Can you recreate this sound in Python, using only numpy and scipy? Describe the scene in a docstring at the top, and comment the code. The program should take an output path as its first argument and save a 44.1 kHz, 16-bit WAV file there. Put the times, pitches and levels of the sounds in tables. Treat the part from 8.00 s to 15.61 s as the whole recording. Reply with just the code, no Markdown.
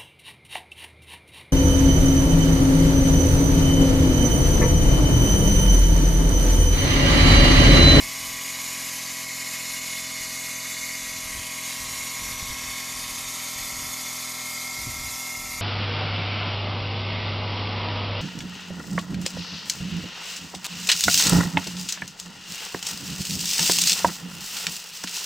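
"""Air-driven mixer, close up

An air motor spins a two-propeller shaft in free air, slowly losing a little speed. Each turn thumps
the steel stand, the running parts whine and rub, and spent air hisses from the exhaust port.
One hand-held microphone, close in, dips to the propellers and rises to the motor, catching puffs
of their draught and short echoes off the plate, table and stand."""
import sys
import numpy as np
from scipy import signal
from scipy.fft import rfft, irfft
from scipy.io import wavfile
from scipy.ndimage import uniform_filter1d

SR = 44100
rng = np.random.default_rng(int(sys.argv[2]) if len(sys.argv) > 2 else 0)


def int16_out(signal):
    """Quantize to a 16-bit WAV file."""
    q = np.round(np.clip(np.atleast_2d(signal).T, -1, 1) * 32767)
    wavfile.write(sys.argv[1], SR, q.astype(np.int16))


N = 335601

# microphone path: t/s, height (0 below, at the propellers; 1 beside the motor)
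MIC_HEIGHT = [(0, 0.31), (.7, 0.31), (1.6, 0.1), (3.0, 0), (3.8, 0.42), (4.6, 0.56), (5.5, 0.795),
              (6.5, 0.9), (7.61, 1)]
# shaft speed, sagging slowly: t/s, turn rate/Hz
SHAFT_SPEED = [(0, 43.87), (.65, 43.5), (2.1, 43.11), (2.9, 42.99), (3.75, 42.71), (4.7, 42.53),
               (5.15, 42.33), (6.5, 41.91), (7, 41.83), (7.61, 41.6)]
# colour of the draught on the microphone: f/Hz, gain/dB
DRAUGHT_COLOUR = [(10, -38), (32, -1.5), (65, -4), (110, -6), (200, -18.5), (350, -21), (700, -61),
                  (2000, -77)]
# puffs that reach the microphone: start/s, length/s, rumble level/dB, flutter level/dB
PUFFS = [(0, 0.014, -42, -40.5), (0.153, 0.21, -56, -56), (2.2, .04, -52, -55), (3.01, 0.303, -52, -58),
         (3.248, 0.1, -49.5, -48), (3.344, 0.027, -44, -42), (3.799, 0.2, -53, -50), (4.19, 0.18, -45, -46),
         (4.407, .12, -50, -45), (4.59, 0.12, -47, -49), (4.876, 0.39, -51, -52),
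         (5.554, 0.067, -48, -48.5), (5.716, 0.15, -50.5, -46.5), (6.77, 0.31, -46, -43.5),
         (6.855, 0.038, -45, -42), (7.366, 0.24, -46.5, -49)]
# hard eddies on the diaphragm: t/s, f/Hz, peak level/dB
EDDY_SLAPS = [(4.224, 149, -31), (4.428, 100, -26), (4.503, 51, -33), (4.529, 110, -33),
              (6.871, 140.5, -26.5), (6.878, 320, -35), (6.897, 70, -34)]
# hum of the stand: multiple of the shaft rate, relative level/dB below, halfway up, beside the motor
HUM_PARTIALS = [(1, -62, -62.5, -63), (2, -64, -64.5, -65), (3, -53, -52, -52.5), (4, -56, -56.5, -57.5),
                (5, -56, -57, -58.5), (6, -50.5, -49.5, -49), (7, -61, -62.5, -62), (9, -64.5, -61, -62),
                (10, -67, -64.5, -65), (11, -64.5, -67, -70), (12, -58.5, -57, -66), (13, -68, -68, -67.5),
                (14, -69, -69, -66), (15, -52, -54, -54), (17, -71, -68, -68), (18, -59.5, -58, -52.5),
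                (19, -68.5, -63, -58.5), (21, -66.5, -63.5, -63.5), (23, -51.5, -48.5, -51.5),
                (24, -65, -62, -63), (31, -72, -68, -55.5)]
# modes of the rubbed casing: f/Hz, width/Hz, relative level/dB
CASING_MODES = [(1930, 72, -5), (2082, 84, -6), (2159, 137, -0.5), (2400, 117, -8)]
# how strongly the casing rings: t/s, relative level/dB
CASING_RINGING = [(0.05, -36), (1.05, -43), (1.3, -37), (1.49, -44.5), (1.97, -32.5), (2.01, -38.5),
                  (2.66, -40), (3.5, -42), (3.9, -44), (4.0, -38.5), (4.6, -39.5), (5.3, -47.5),
                  (5.85, -41.5), (6.13, -46), (6.69, -33.5), (6.86, -40.5), (7.07, -35), (7.14, -42.5),
                  (7.26, -35.5), (7.55, -36)]
# tones the casing sings with: multiple of the shaft rate, offset from the ringing/dB below, beside
SINGING_TONES = [(50.12, -0.5, -8), (51.14, -3, 2)]
# beamed tones: multiple of the shaft rate, relative level/dB, best height, loss a full height away/dB
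BEAMED_TONES = [(25.56, -44.5, .53, 16), (31.96, -46.5, 1, 22), (44.73, -46.5, .15, 15)]
# bearing and rotor tones: multiple of the shaft rate, level before tilt and trim/dB below, beside
BEARING_TONES = [(12.8, -68.0, -72.5), (13.8, -68.5, -59.5), (18.41, -63.0, -64.0), (19.18, -68.0, -60.0),
                 (24.57, -64.5, -65.5), (26.57, -70.5, -55.5), (27.61, -57.5, -59.0), (28.61, -63.5, -64.0),
                 (30.16, -60.5, -71.0), (31.22, -74.0, -56.5), (38.1, -66.0, -63.0), (46.03, -55.0, -61.5),
                 (48.58, -51.0, -57.0), (49.58, -50.5, -63.0), (50.62, -52.5, -53.0), (52.12, -52.5, -50.5),
                 (56.52, -52.5, -61.0), (82.09, -56.5, -62.0)]
# strength of the exhaust: t/s, relative hiss level/dB, relative top-end level/dB
HISS_LEVELS = [(0.1, -36, -2.5), (0.14, -36.5, -3), (0.37, -36.5, -2.5), (0.45, -35, -5),
               (0.96, -35.5, -3.5), (1.6, -35, -3.5), (2.74, -35.5, -4), (3.6, -37.5, -4.5),
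               (3.68, -35, -4.5), (3.83, -36, -4.5), (4.24, -35.5, -4), (4.61, -36, -5.5),
               (5.91, -35.5, -6), (7.5, -37, -5)]
# exhaust colour from below and from beside the motor: f/Hz, gain/dB
COLOUR_BELOW = [(60, -48), (220, -5.5), (400, -19), (800, -16), (1200, -7.5), (1450, -10), (2500, -1),
                (3200, -0.5), (4200, -0.5), (5500, -2), (7400, -3), (8600, -7), (11000, -5), (13500, -9.5)]
COLOUR_BESIDE = [(60, -59), (220, -4), (400, -15), (800, -7), (1280, -1), (1440, -11), (1500, -12),
                 (1650, -1), (2400, 4.5), (3000, 1), (3700, -3), (4750, 2), (5350, 2.5), (5900, 2),
                 (7900, 0), (8700, -0.5), (13500, -1.5)]
# resonances of the exhaust port: f/Hz, width/Hz, lift/dB
PORT_MODES = [(1040, 160, 2.5), (1610, 120, 3.5), (3520, 130, 1), (6750, 800, 2.8), (10750, 400, 1.5),
              (11750, 350, 1.5), (13200, 500, 2.5)]
# low rush of the exhaust, strongest halfway up: height, f/Hz, lift/dB
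LOW_RUSH = [(0, 960, -1.5), (.5, 1000, 4), (1, 1020, -4)]
# narrow dips in the hiss, one turning into a lift, that shift with microphone height;
# one table each: height, f/Hz, gain/dB
HISS_DIPS = [
    [(0, 1540, -0.5), (.33, 1380, -7.5), (.5, 1370, -2.5), (.8, 1680, -9), (1, 1690, -15.5)],
    [(0, 2640, -6.5), (.3, 2750, -6), (.5, 2400, -2), (1, 2500, -5.5)],
    [(0, 3250, -27), (.1, 3200, -16), (.2, 3420, -8), (.48, 2770, -4), (.9, 2790, -16), (1, 2930, -11)],
    [(0, 3660, -8), (.3, 3700, -5), (.5, 3250, -2), (.85, 3200, -7), (1, 3160, -10)],
    [(0, 5000, -2), (.3, 4800, -1), (.5, 4960, -13), (1, 5660, -2)],
    [(0, 4280, -0.5), (.3, 4300, -3), (.5, 3800, 3), (1, 3400, 4)],
]
# breathy whistles that swell and fade in the jet: middle/s, length/s, f/Hz, width/Hz, lift/dB
JET_WHISTLES = [(0.49, 0.44, 6700, 150, 9.5), (1.3, 1.0, 6950, 130, 8.5), (2.2, 1.2, 6780, 100, 8),
                (1.7, 0.77, 6600, 90, 0), (2.88, 0.89, 6250, 123, 9), (2.87, 0.4, 6900, 163, 2),
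                (3.35, .3, 9100, 200, 10), (3.544, 0.39, 6560, 130, 6), (3.97, 0.46, 9120, 200, 9),
                (4.12, 0.32, 6900, 119, 7), (4.35, 0.65, 5820, 280, 8), (4.5, 0.76, 3530, 130, 4),
                (2.3, 1.2, 3540, 110, 3.5), (4.988, 0.13, 9200, 180, 13.5), (5.6, 0.84, 6620, 131, 7),
                (6.35, 1, 6720, 130, 6.5), (6.905, 0.4, 5700, 150, 5), (7.45, 0.44, 6830, 160, 7)]


def undb(db):
    """Decibels to gain."""
    return 10 ** (np.asarray(db) / 20)


def lookup(table, at):
    """The later columns of a table, read at these values of its first."""
    keys, *columns = np.transpose(table)
    return [np.interp(at, keys, column) for column in columns]


def curves(table):
    """The columns of a timed table, one value a sample."""
    return lookup(table, np.arange(N) / SR)


def bins():
    """Frequencies of the spectrum, from 1 Hz up."""
    return np.maximum(np.arange(N // 2 + 1) * SR / N, 1)


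def colour_db(points, hz):
    """Gain/dB of a colour table, read along a log frequency axis."""
    point_hz, db = np.transpose(points)
    return np.interp(np.log(hz), np.log(point_hz), db)


def bell(hz, centre, width):
    """Resonance shape, 1 at its centre."""
    return 1 / (1 + (2 * (hz - centre) / width) ** 2)


def walk(rate):
    """Smooth random drift of spread 1 that changes about rate times a second."""
    hz = np.arange(N + 1) * SR / (2 * N)
    drift = irfft(rfft(rng.standard_normal(2 * N)) / (1 + (hz / rate) ** 4))
    return drift[:N] / drift.std()


def patches(shape, bands, frames):
    """Smooth random field of spread 1, in patches so many bands high and frames long."""
    field = rng.standard_normal(shape)
    for _ in range(2):
        field = uniform_filter1d(field, size=bands, axis=0)
        field = uniform_filter1d(field, size=frames, axis=1)
    return field / field.std()


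def noise(colour, band_hz):
    """Coloured noise with rms 1 inside the band."""
    spectrum = rfft(rng.standard_normal(N)) * undb(colour_db(colour, bins()))
    inside = (bins() > band_hz[0]) & (bins() < band_hz[1])
    return irfft(spectrum, N) / irfft(spectrum * inside, N).std()


def surface_echoes(sound, height, count=18, lags_s=(.002, .011), slide_s=.0009, echo_db=-10):
    """Small surfaces close by throw back only the treble; the lags slide as the microphone moves."""
    t = np.arange(N) / SR
    treble = signal.sosfilt(signal.butter(2, 1960, "high", fs=SR, output="sos"), sound)
    echoes = 0
    for lag, (shift, slide) in zip(np.geomspace(*lags_s, count), rng.standard_normal((count, 2))):
        delay = lag + slide_s * (shift / 10 + slide * (height - .5))
        echoes += np.interp(t - delay, t, treble)
    return sound + undb(echo_db) * echoes / np.sqrt(count)


def draught(attack_s=.0058, release_s=.042, calm_db=-66, rumble_below_hz=35):
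    """Propeller eddies buffet the microphone: each puff holds and dies away over a faint stir."""
    t = np.arange(N) / SR
    power = undb(calm_db) ** 2
    for start, length, *levels_db in PUFFS:
        rise = np.clip((t - start) / attack_s, 0, 1)
        fall = np.exp(-np.maximum(t - start - length, 0) / release_s)
        power = power + np.outer(undb(levels_db), rise * fall) ** 2
    rumble_gain, flutter_gain = np.sqrt(power)
    eddies = noise(DRAUGHT_COLOUR, band_hz=(20, 110))
    rumble = irfft(rfft(eddies) / (1 + (bins() / rumble_below_hz) ** 8), N)
    return rumble_gain * rumble + flutter_gain * (eddies - rumble)


def eddy_slaps(cycles=.26):
    """A hard eddy shoves the diaphragm, which swings back and settles within a cycle."""
    out = 0
    for middle, hz, db in EDDY_SLAPS:
        swing = (np.arange(N) / SR - middle) * hz
        out += undb(db) * np.cos(2 * np.pi * swing) * np.exp(-(swing / cycles) ** 2)
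    return out


def stand_hum(turns, height, trim_db=.38):
    """One push a turn: low partials throb in step, the stand scatters and shakes the upper ones."""
    out = 0
    for order, *levels_db in HUM_PARTIALS:
        scatter = min((order / 12) ** 3, 1)
        shake = .007 * order * walk(30)
        phase = 2 * np.pi * (order * turns + scatter * rng.random()) + shake
        waver_db = .4 * walk(1) + .45 * walk(14)
        db = np.interp(height, (0, .5, 1), levels_db) + trim_db + waver_db
        out += undb(db) * np.sin(phase)
    return out


def casing_rub(turns, height, ringing_db, ticks_per_s=650, scatter_db=2.5, uneven_db=2.5):
    """Irregular ticks of the rubbing parts, harder once and twice a turn, ring the motor casing."""
    modes = sum(undb(db) / (1 + 2j * (bins() - hz) / width) ** 2 for hz, width, db in CASING_MODES)
    ticks = rng.random(N) < ticks_per_s / SR
    strength = undb(scatter_db * rng.standard_normal(N) + uneven_db * walk(28))
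    pressure = 1 + .15 * np.cos(2 * np.pi * turns) + .16 * np.cos(4 * np.pi * turns)
    rub = irfft(rfft(ticks * strength * pressure) * modes, N)
    level_db = np.interp(height, (0, 1), (-43.2, -50)) + .12 * (ringing_db - ringing_db.mean())
    return undb(level_db) * rub / rub.std()


def running_tone(turns, order, flutter):
    """Play in the bearings shakes a tone's phase and level, more so on high orders."""
    slip = .0013 * order * walk(2.8)
    rattle = 1 + flutter * order * walk(55)
    return rattle * np.cos(2 * np.pi * (order * turns + rng.random()) + slip)


def motor_whine(turns, speed, height, ringing_db, casing_hz=2162, casing_width_hz=107):
    """Two tones sing as the slowing shaft slides them through a casing resonance, among rougher ones."""
    sing_trim_db, beam_trim_db, bearing_trim_db, tilt_db_per_order = -1.1, -.3, .7, -.037
    out = 0
    for order, *levels_db in SINGING_TONES:
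        surge_db = 1.5 * walk(7)
        db = ringing_db + np.interp(height, (0, 1), levels_db) + sing_trim_db + surge_db
        resonance = bell(order * speed, casing_hz, casing_width_hz)
        out += undb(db) * resonance * running_tone(turns, order, flutter=.0028)
    for order, level_db, best_height, loss_db in BEAMED_TONES:
        db = level_db + beam_trim_db - loss_db * abs(height - best_height)
        out += undb(db) * running_tone(turns, order, flutter=.0045)
    for order, *levels_db in BEARING_TONES:
        db = np.interp(height, (0, 1), levels_db) + bearing_trim_db + tilt_db_per_order * order
        swell_db = 1.5 * walk(.7)
        out += undb(db + swell_db) * running_tone(turns, order, flutter=.0062)
    return out


def jet_colour_db(hz, t, height, rush_width_hz=220, dip_width_hz=140):
    """The jet from where the microphone is: port resonances, low rush, narrow dips and whistles."""
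    below, beside = colour_db(COLOUR_BELOW, hz), colour_db(COLOUR_BESIDE, hz)
    db = below + (beside - below) * height
    db += sum(lift * bell(hz, centre, width) for centre, width, lift in PORT_MODES)
    for table, width in [(LOW_RUSH, rush_width_hz)] + [(dip, dip_width_hz) for dip in HISS_DIPS]:
        centre, lift = lookup(table, height)
        db += lift * bell(hz, centre, width)
    for middle, length, centre, width, lift in JET_WHISTLES:
        swell = .5 ** ((2 * (t - middle) / length) ** 2)
        db += lift * bell(hz, centre, width) * swell
    return db


def exhaust_hiss(turns, height, top_hz=8200, top_lift_db=3, ribs_db=1.3, flutter_db=1.1, trim_db=-.02):
    """Spent air hisses through the port, pulsing a little unevenly once and three times a turn."""
    hz, t, spectra = signal.stft(rng.standard_normal(N), SR, nperseg=1024, noverlap=768)
    hz = np.maximum(hz, 1)[:, None]
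    now = np.minimum(t * SR, N - 1).astype(int)
    hiss_db, top_db = curves(HISS_LEVELS)
    db = jet_colour_db(hz, t, height[now])
    # the top of the jet flickers with its turbulence
    flicker_db = .98 * walk(25)
    db += (top_db + top_lift_db + flicker_db)[now] / (1 + (top_hz / hz) ** 12)
    # the hand moves through a ribbed sound field and each band flutters; short waves do both most
    ribs = ribs_db * patches(db.shape, bands=3, frames=56)
    flutter = flutter_db * patches(db.shape, bands=7, frames=3)
    db += np.minimum(hz / 3000, 1) * (ribs + flutter)
    steady_band = (hz > 3600) & (hz < 8000)  # keeps its power while the colour shifts
    gain = undb(db) / np.sqrt(np.mean(undb(db) ** 2 * steady_band, axis=0))
    hiss = signal.istft(spectra * gain, SR, nperseg=1024, noverlap=768)[1][:N]
    flow = 1 + .039 * np.cos(2 * np.pi * turns) + .059 * np.cos(6 * np.pi * turns) + .06 * walk(24)
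    return hiss * flow * undb(hiss_db + trim_db)


def scene():
    """One shaft paces the motor's sounds; one close, moving microphone feeds both channels."""
    speed, = curves(SHAFT_SPEED)
    turns = np.cumsum(speed) / SR
    height, = curves(MIC_HEIGHT)
    ringing_db, = curves(CASING_RINGING)
    hiss_and_rub = exhaust_hiss(turns, height) + casing_rub(turns, height, ringing_db)
    mono = surface_echoes(hiss_and_rub, height)
    mono += stand_hum(turns, height) + motor_whine(turns, speed, height, ringing_db)
    mono += draught() + eddy_slaps()
    return np.array([mono, mono])


def record(dry, cutoff_hz=13800):
    """The recorder cuts the top steeply."""
    return signal.sosfilt(signal.ellip(12, .1, 90, cutoff_hz, fs=SR, output="sos"), dry)


dry = scene()
out = record(dry)
int16_out(out)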